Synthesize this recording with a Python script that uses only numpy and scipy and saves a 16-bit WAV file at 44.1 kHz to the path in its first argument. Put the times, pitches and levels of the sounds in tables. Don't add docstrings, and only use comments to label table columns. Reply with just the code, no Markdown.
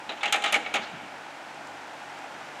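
import sys
import numpy as np
from scipy import signal
from scipy.fft import rfft, irfft, next_fast_len
from scipy.io import wavfile
from scipy.ndimage import map_coordinates

SR = 44100
rng = np.random.default_rng(int(sys.argv[2]) if len(sys.argv) > 2 else 0)


def output_pcm(signal):
    pcm = np.clip(np.atleast_2d(signal).T, -1, 1) * 32767
    wavfile.write(sys.argv[1], SR, np.round(pcm).astype(np.int16))


N = 114660

# (frequency [Hz], t60 [s])
YARD_DECAY = [(150, 1), (800, 0.66), (2500, 1.6), (5000, 0.71), (12000, 0.14)]
# (frequency [Hz], relative level [dB])
YARD_SPECTRUM = [(150, 7.5), (800, -1), (2500, -7), (5000, -3.5), (12000, 4.5)]
# (time [s], rush level [dB], knock level [dB])
ENGINE_LOAD = [(0, -42.5, -50.5), (1.15, -42.5, -51), (1.8, -42, -49), (2.6, -41, -53)]
# (harmonic of the firing rate, level [dB])
EXHAUST_HARMONICS = [(2, -71.5), (3, -67.5), (6, -65.5)]
# (frequency [Hz], relative density [dB])
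RUSH_SPECTRUM = [(20, -40), (60, -36), (80, -40), (110, -26), (170, -18), (215, -14.5), (300, -9.5),
                 (420, -14.5), (620, -7), (830, -4.5), (1130, -11), (1450, -7.5), (2050, -13),
                 (2450, -13.5), (4100, -23.5), (7400, -29.5), (11000, -41), (15500, -52)]
CYLINDER_LEVELS = [-0.58, -0.48, -0.4, -0.038]
# (time [s], level [dB], half-width [s])
ARM_TICKS = [(1.545, -55, .002), (1.673, -50.5, .002), (2.19, -53, .002)]
# (frequency [Hz], relative density [dB])
TICK_SPECTRUM = [(500, -40), (4000, -14), (5500, 1), (7500, 3), (10500, -14), (15000, -35)]
# (time [s], level [dB], half-width [s])
BUCKET_SCRAPES = [(.822, -45, 0.0073), (.841, -38.5, 0.011), (.878, -45.5, .008)]
# (frequency [Hz], relative density [dB])
SCRAPE_SPECTRUM = [(100, -43), (300, -9), (800, -6), (1300, 11), (2800, 3), (4400, 3), (5500, -7),
                   (15000, -58)]
# (time [s], level [dB], half-width [s])
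BED_BOOMS = [(.808, -48, 0.02), (.945, -44, 0.024), (1.04, -53.5, .035)]
# (frequency [Hz], relative density [dB])
BOOM_SPECTRUM = [(70, -37), (105, -7), (150, -3), (205, 4.5), (290, -7), (600, -46), (2500, -90)]
# (frequency [Hz], relative density [dB])
PLATE_SPECTRUM = [(90, -56), (220, -15.5), (500, -6.5), (780, 4), (1020, -4.5), (1280, -1), (1650, -1),
                  (2350, 1), (3000, -0.5), (3900, -6.5), (4400, -12), (5400, -18.5), (6600, -10.5),
                  (8300, -16), (10000, -19.5), (11200, -17.5), (13400, -25.5), (14500, -53)]
# (frequency [Hz], rise [s], base t60 [s])
PLATE_ENVELOPE = [(200, 0.0045, 0.22), (820, 0.0093, 0.15), (2550, 0.00066, 0.13), (6500, 0.001, 0.074),
                  (12000, 0.00031, 0.021)]
# (frequency [Hz], relative level [dB], base t60 [s])
STEEL_MODES = [(624.3, -12.5, 0.18), (771, -1.5, 0.073), (821, -3, .2), (1247, -4.5, 0.11),
               (1352, -5, 0.12), (1780, -17, 0.18), (1859, -15.5, 0.34), (2030, -43, .13),
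               (2196, -4.5, 0.067), (2347, 0.5, 0.051), (2570, -8.5, 0.25), (2815, -8.5, .13),
               (2980, -13.5, 0.092), (3150, -13.5, 0.16), (3480, -14, 0.14), (3970, -8.5, 0.054)]
# (time [s], level [dB], treble [dB], bass [dB], top of the band [Hz],
# pitch favoured by the spot struck [Hz], its boost [dB], ring time factor)
CONTACTS = [(0.0918, -30.5, -4.5, 11.5, 7460, 3900, 16, 0.95),
            (0.1197, -34.5, -8, 6, 12000, 820, 7.5, 0.84), (.1716, -42.5, -3, -11, 8000, 3050, 8, 1.2),
            (.208, -39.5, -2, 6, 8000, 3600, 15.5, 1.2), (0.2311, -20, -4, -8, 8800, 2270, 6, 0.97),
            (.2560, -23.5, -2, 7, 10300, 2740, 10, 0.9), (0.2766, -32, 0, -2, 8000, 3160, 8, 1.5),
            (.3243, -16.5, 9.5, -12, 14000, 3780, 2, 0.74),
            (0.3403, -19.5, -3, 4.5, 10100, 2380, 4.5, 1.12), (0.3598, -32.5, 13, 8, 14000, 1250, 10, 0.65),
            (.4215, -29, 0.5, 1.5, 11000, 810, 4.5, 0.81), (.4384, -21, -1, -0.5, 9500, 2150, 5, 1.22),
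            (.4460, -36, 3, 3, 12500, 3400, 9, 1.7), (.4600, -23.5, -1.5, 1, 9500, 3700, 10, 0.89),
            (0.474, -29.5, -1, -33, 8000, 3570, 3, 2.34), (0.5241, -20, 5, 5.5, 14000, 10900, 8.5, 0.96),
            (.5408, -16.5, -2, -1.5, 12000, 2266, 11, 0.59), (.5505, -26, 4, 7, 9900, 2080, 9.5, 1.13),
            (0.561, -26.5, 3, 14.5, 11000, 690, 10.5, 0.69), (.6610, -28.5, -14, 6, 7000, 2250, 8, 0.71),
            (.7395, -20.5, -1.5, 7, 12500, 6400, 6.5, 1.18), (.7555, -23, -2, -15, 11000, 2200, 3, 1.23)]


def amp(db):
    return 10 ** (np.asarray(db) / 20)


def unit(x):
    return x / np.sqrt(np.mean(x ** 2) + 1e-20)


def along(points, hz):
    freqs, values = np.transpose(points)
    return np.interp(np.log(hz + 1), np.log(freqs + 1), values)


def filtered(x, response):
    size = x.shape[-1]
    padded = next_fast_len(size + 8192)
    return irfft(rfft(x, padded) * response(np.fft.rfftfreq(padded, 1 / SR)), padded)[..., :size]


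def resonance(hz, centre, width):
    return 1j * hz * width / (centre ** 2 - hz ** 2 + 1j * hz * width)


def noise(spectrum, size, envelope=1):
    return unit(filtered(envelope * rng.standard_normal(size), lambda hz: amp(along(spectrum, hz))))


def wobble(rate):
    return map_coordinates(rng.standard_normal(256), [np.arange(N) * rate / SR], mode="mirror")


def swells(bursts, spectrum):
    t = np.arange(N) / SR
    envelope = sum(amp(db) * np.exp(-.5 * ((t - at) / width) ** 2) for at, db, width in bursts)
    return noise(spectrum, N) * envelope


def yard(source, build_up_s=0.02):
    hz, t, spectra = signal.stft(rng.standard_normal(SR), SR, nperseg=256)
    decay = amp(along(YARD_SPECTRUM, hz)[:, None] - 60 * t / along(YARD_DECAY, hz)[:, None])
    tail = signal.istft(spectra * decay, SR, nperseg=256)[1]
    tail *= 1 - np.exp(-np.arange(len(tail)) / SR / build_up_s)
    return signal.fftconvolve(source, tail / np.linalg.norm(tail))[:N]


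def engine(firing_hz=49.03, knock_t60_s=0.078, scatter_db=1.5, block_hz=797, block_width_hz=170):
    t = np.arange(N) / SR
    firings = np.cumsum(firing_hz * (1 + .003 * wobble(4))) / SR
    strengths = amp(np.resize(CYLINDER_LEVELS, 256) + scatter_db * rng.standard_normal(256))
    since_firing = (firings % 1) / firing_hz
    pulses = unit(strengths[firings.astype(int)] * amp(-60 * since_firing / knock_t60_s))
    combustion = pulses * rng.standard_normal(N)
    knock = unit(filtered(combustion, lambda hz: resonance(hz, block_hz, block_width_hz) ** 2))
    rush = noise(RUSH_SPECTRUM, N, envelope=1 + .1 * pulses)
    hum = np.zeros(N)
    for harmonic, db in EXHAUST_HARMONICS:
        wavering_peak = np.sqrt(2) * amp(db + 3.4 * wobble(6.3))
        hum += wavering_peak * np.sin(2 * np.pi * (harmonic * firings + rng.random()))
    times, rush_db, knock_db = np.transpose(ENGINE_LOAD)
    return amp(np.interp(t, times, rush_db)) * rush + amp(np.interp(t, times, knock_db)) * knock + hum


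def arm_ticks():
    return swells(ARM_TICKS, TICK_SPECTRUM)


def bucket_scrapes():
    return swells(BUCKET_SCRAPES, SCRAPE_SPECTRUM)


def bed_booms():
    return swells(BED_BOOMS, BOOM_SPECTRUM)


def plate_crash(t, ring_factor, crack_db=0.5, crack_s=0.0026):
    centres = np.geomspace(100, 12800, 15)
    crossovers = [np.column_stack([centres, weights]) for weights in np.eye(len(centres))]
    modes = noise(PLATE_SPECTRUM, len(t))
    bands = filtered(modes, lambda hz: np.array([along(band, hz) for band in crossovers]))
    timing = np.array(PLATE_ENVELOPE)
    rise, t60 = (along(timing[:, [0, column]], centres)[:, None] for column in (1, 2))
    envelopes = (1 - np.exp(-t / rise)) * amp(-60 * t / (t60 * ring_factor))
    crack = amp(crack_db * np.exp(-(t / crack_s) ** 2))
    return (bands * envelopes).sum(0) * crack


def steel_ring(t, ring_factor, rise_s=0.0011, scatter_db=1.5):
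    hz, db, t60 = np.transpose(STEEL_MODES)[:, :, None]
    envelopes = amp(db + scatter_db * rng.standard_normal(hz.shape) - 60 * t / (t60 * ring_factor))
    modes = np.sin(2 * np.pi * (hz * t + rng.random(hz.shape)))
    return (envelopes * modes).sum(0) * (1 - np.exp(-t / rise_s))


def bucket_clanks(treble_hz=5400, bass_hz=640, spot_relative_width=0.062):
    track = np.zeros(N)
    t = np.arange(SR // 4) / SR
    for at, db, treble_db, bass_db, top_hz, spot_hz, spot_db, ring_factor in CONTACTS:
        def tone(hz):
            treble = amp(treble_db / (1 + (treble_hz / (hz + 1)) ** 4))
            bass = amp(bass_db / (1 + (hz / bass_hz) ** 4))
            roll_off = 1 / np.sqrt(1 + (hz / top_hz) ** 10)
            spot = 1 + (amp(spot_db) - 1) * resonance(hz, spot_hz, spot_relative_width * spot_hz)
            return treble * bass * roll_off * spot

        clank = plate_crash(t, ring_factor) + amp(-6) * steel_ring(t, ring_factor)
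        start = round(at * SR)
        track[start:start + len(t)] += amp(db) * filtered(clank, tone)
    return track


def scene(yard_db=-14, hiss_db=-77.5):
    steel = bucket_clanks() + bucket_scrapes()
    mono = steel + amp(yard_db) * yard(steel) + bed_booms() + arm_ticks() + engine()
    return mono + amp(hiss_db) * rng.standard_normal((2, N))


def record(dry, top_hz=15650):
    return filtered(dry, lambda hz: hz < top_hz)


dry = scene()
out = record(dry)
output_pcm(out)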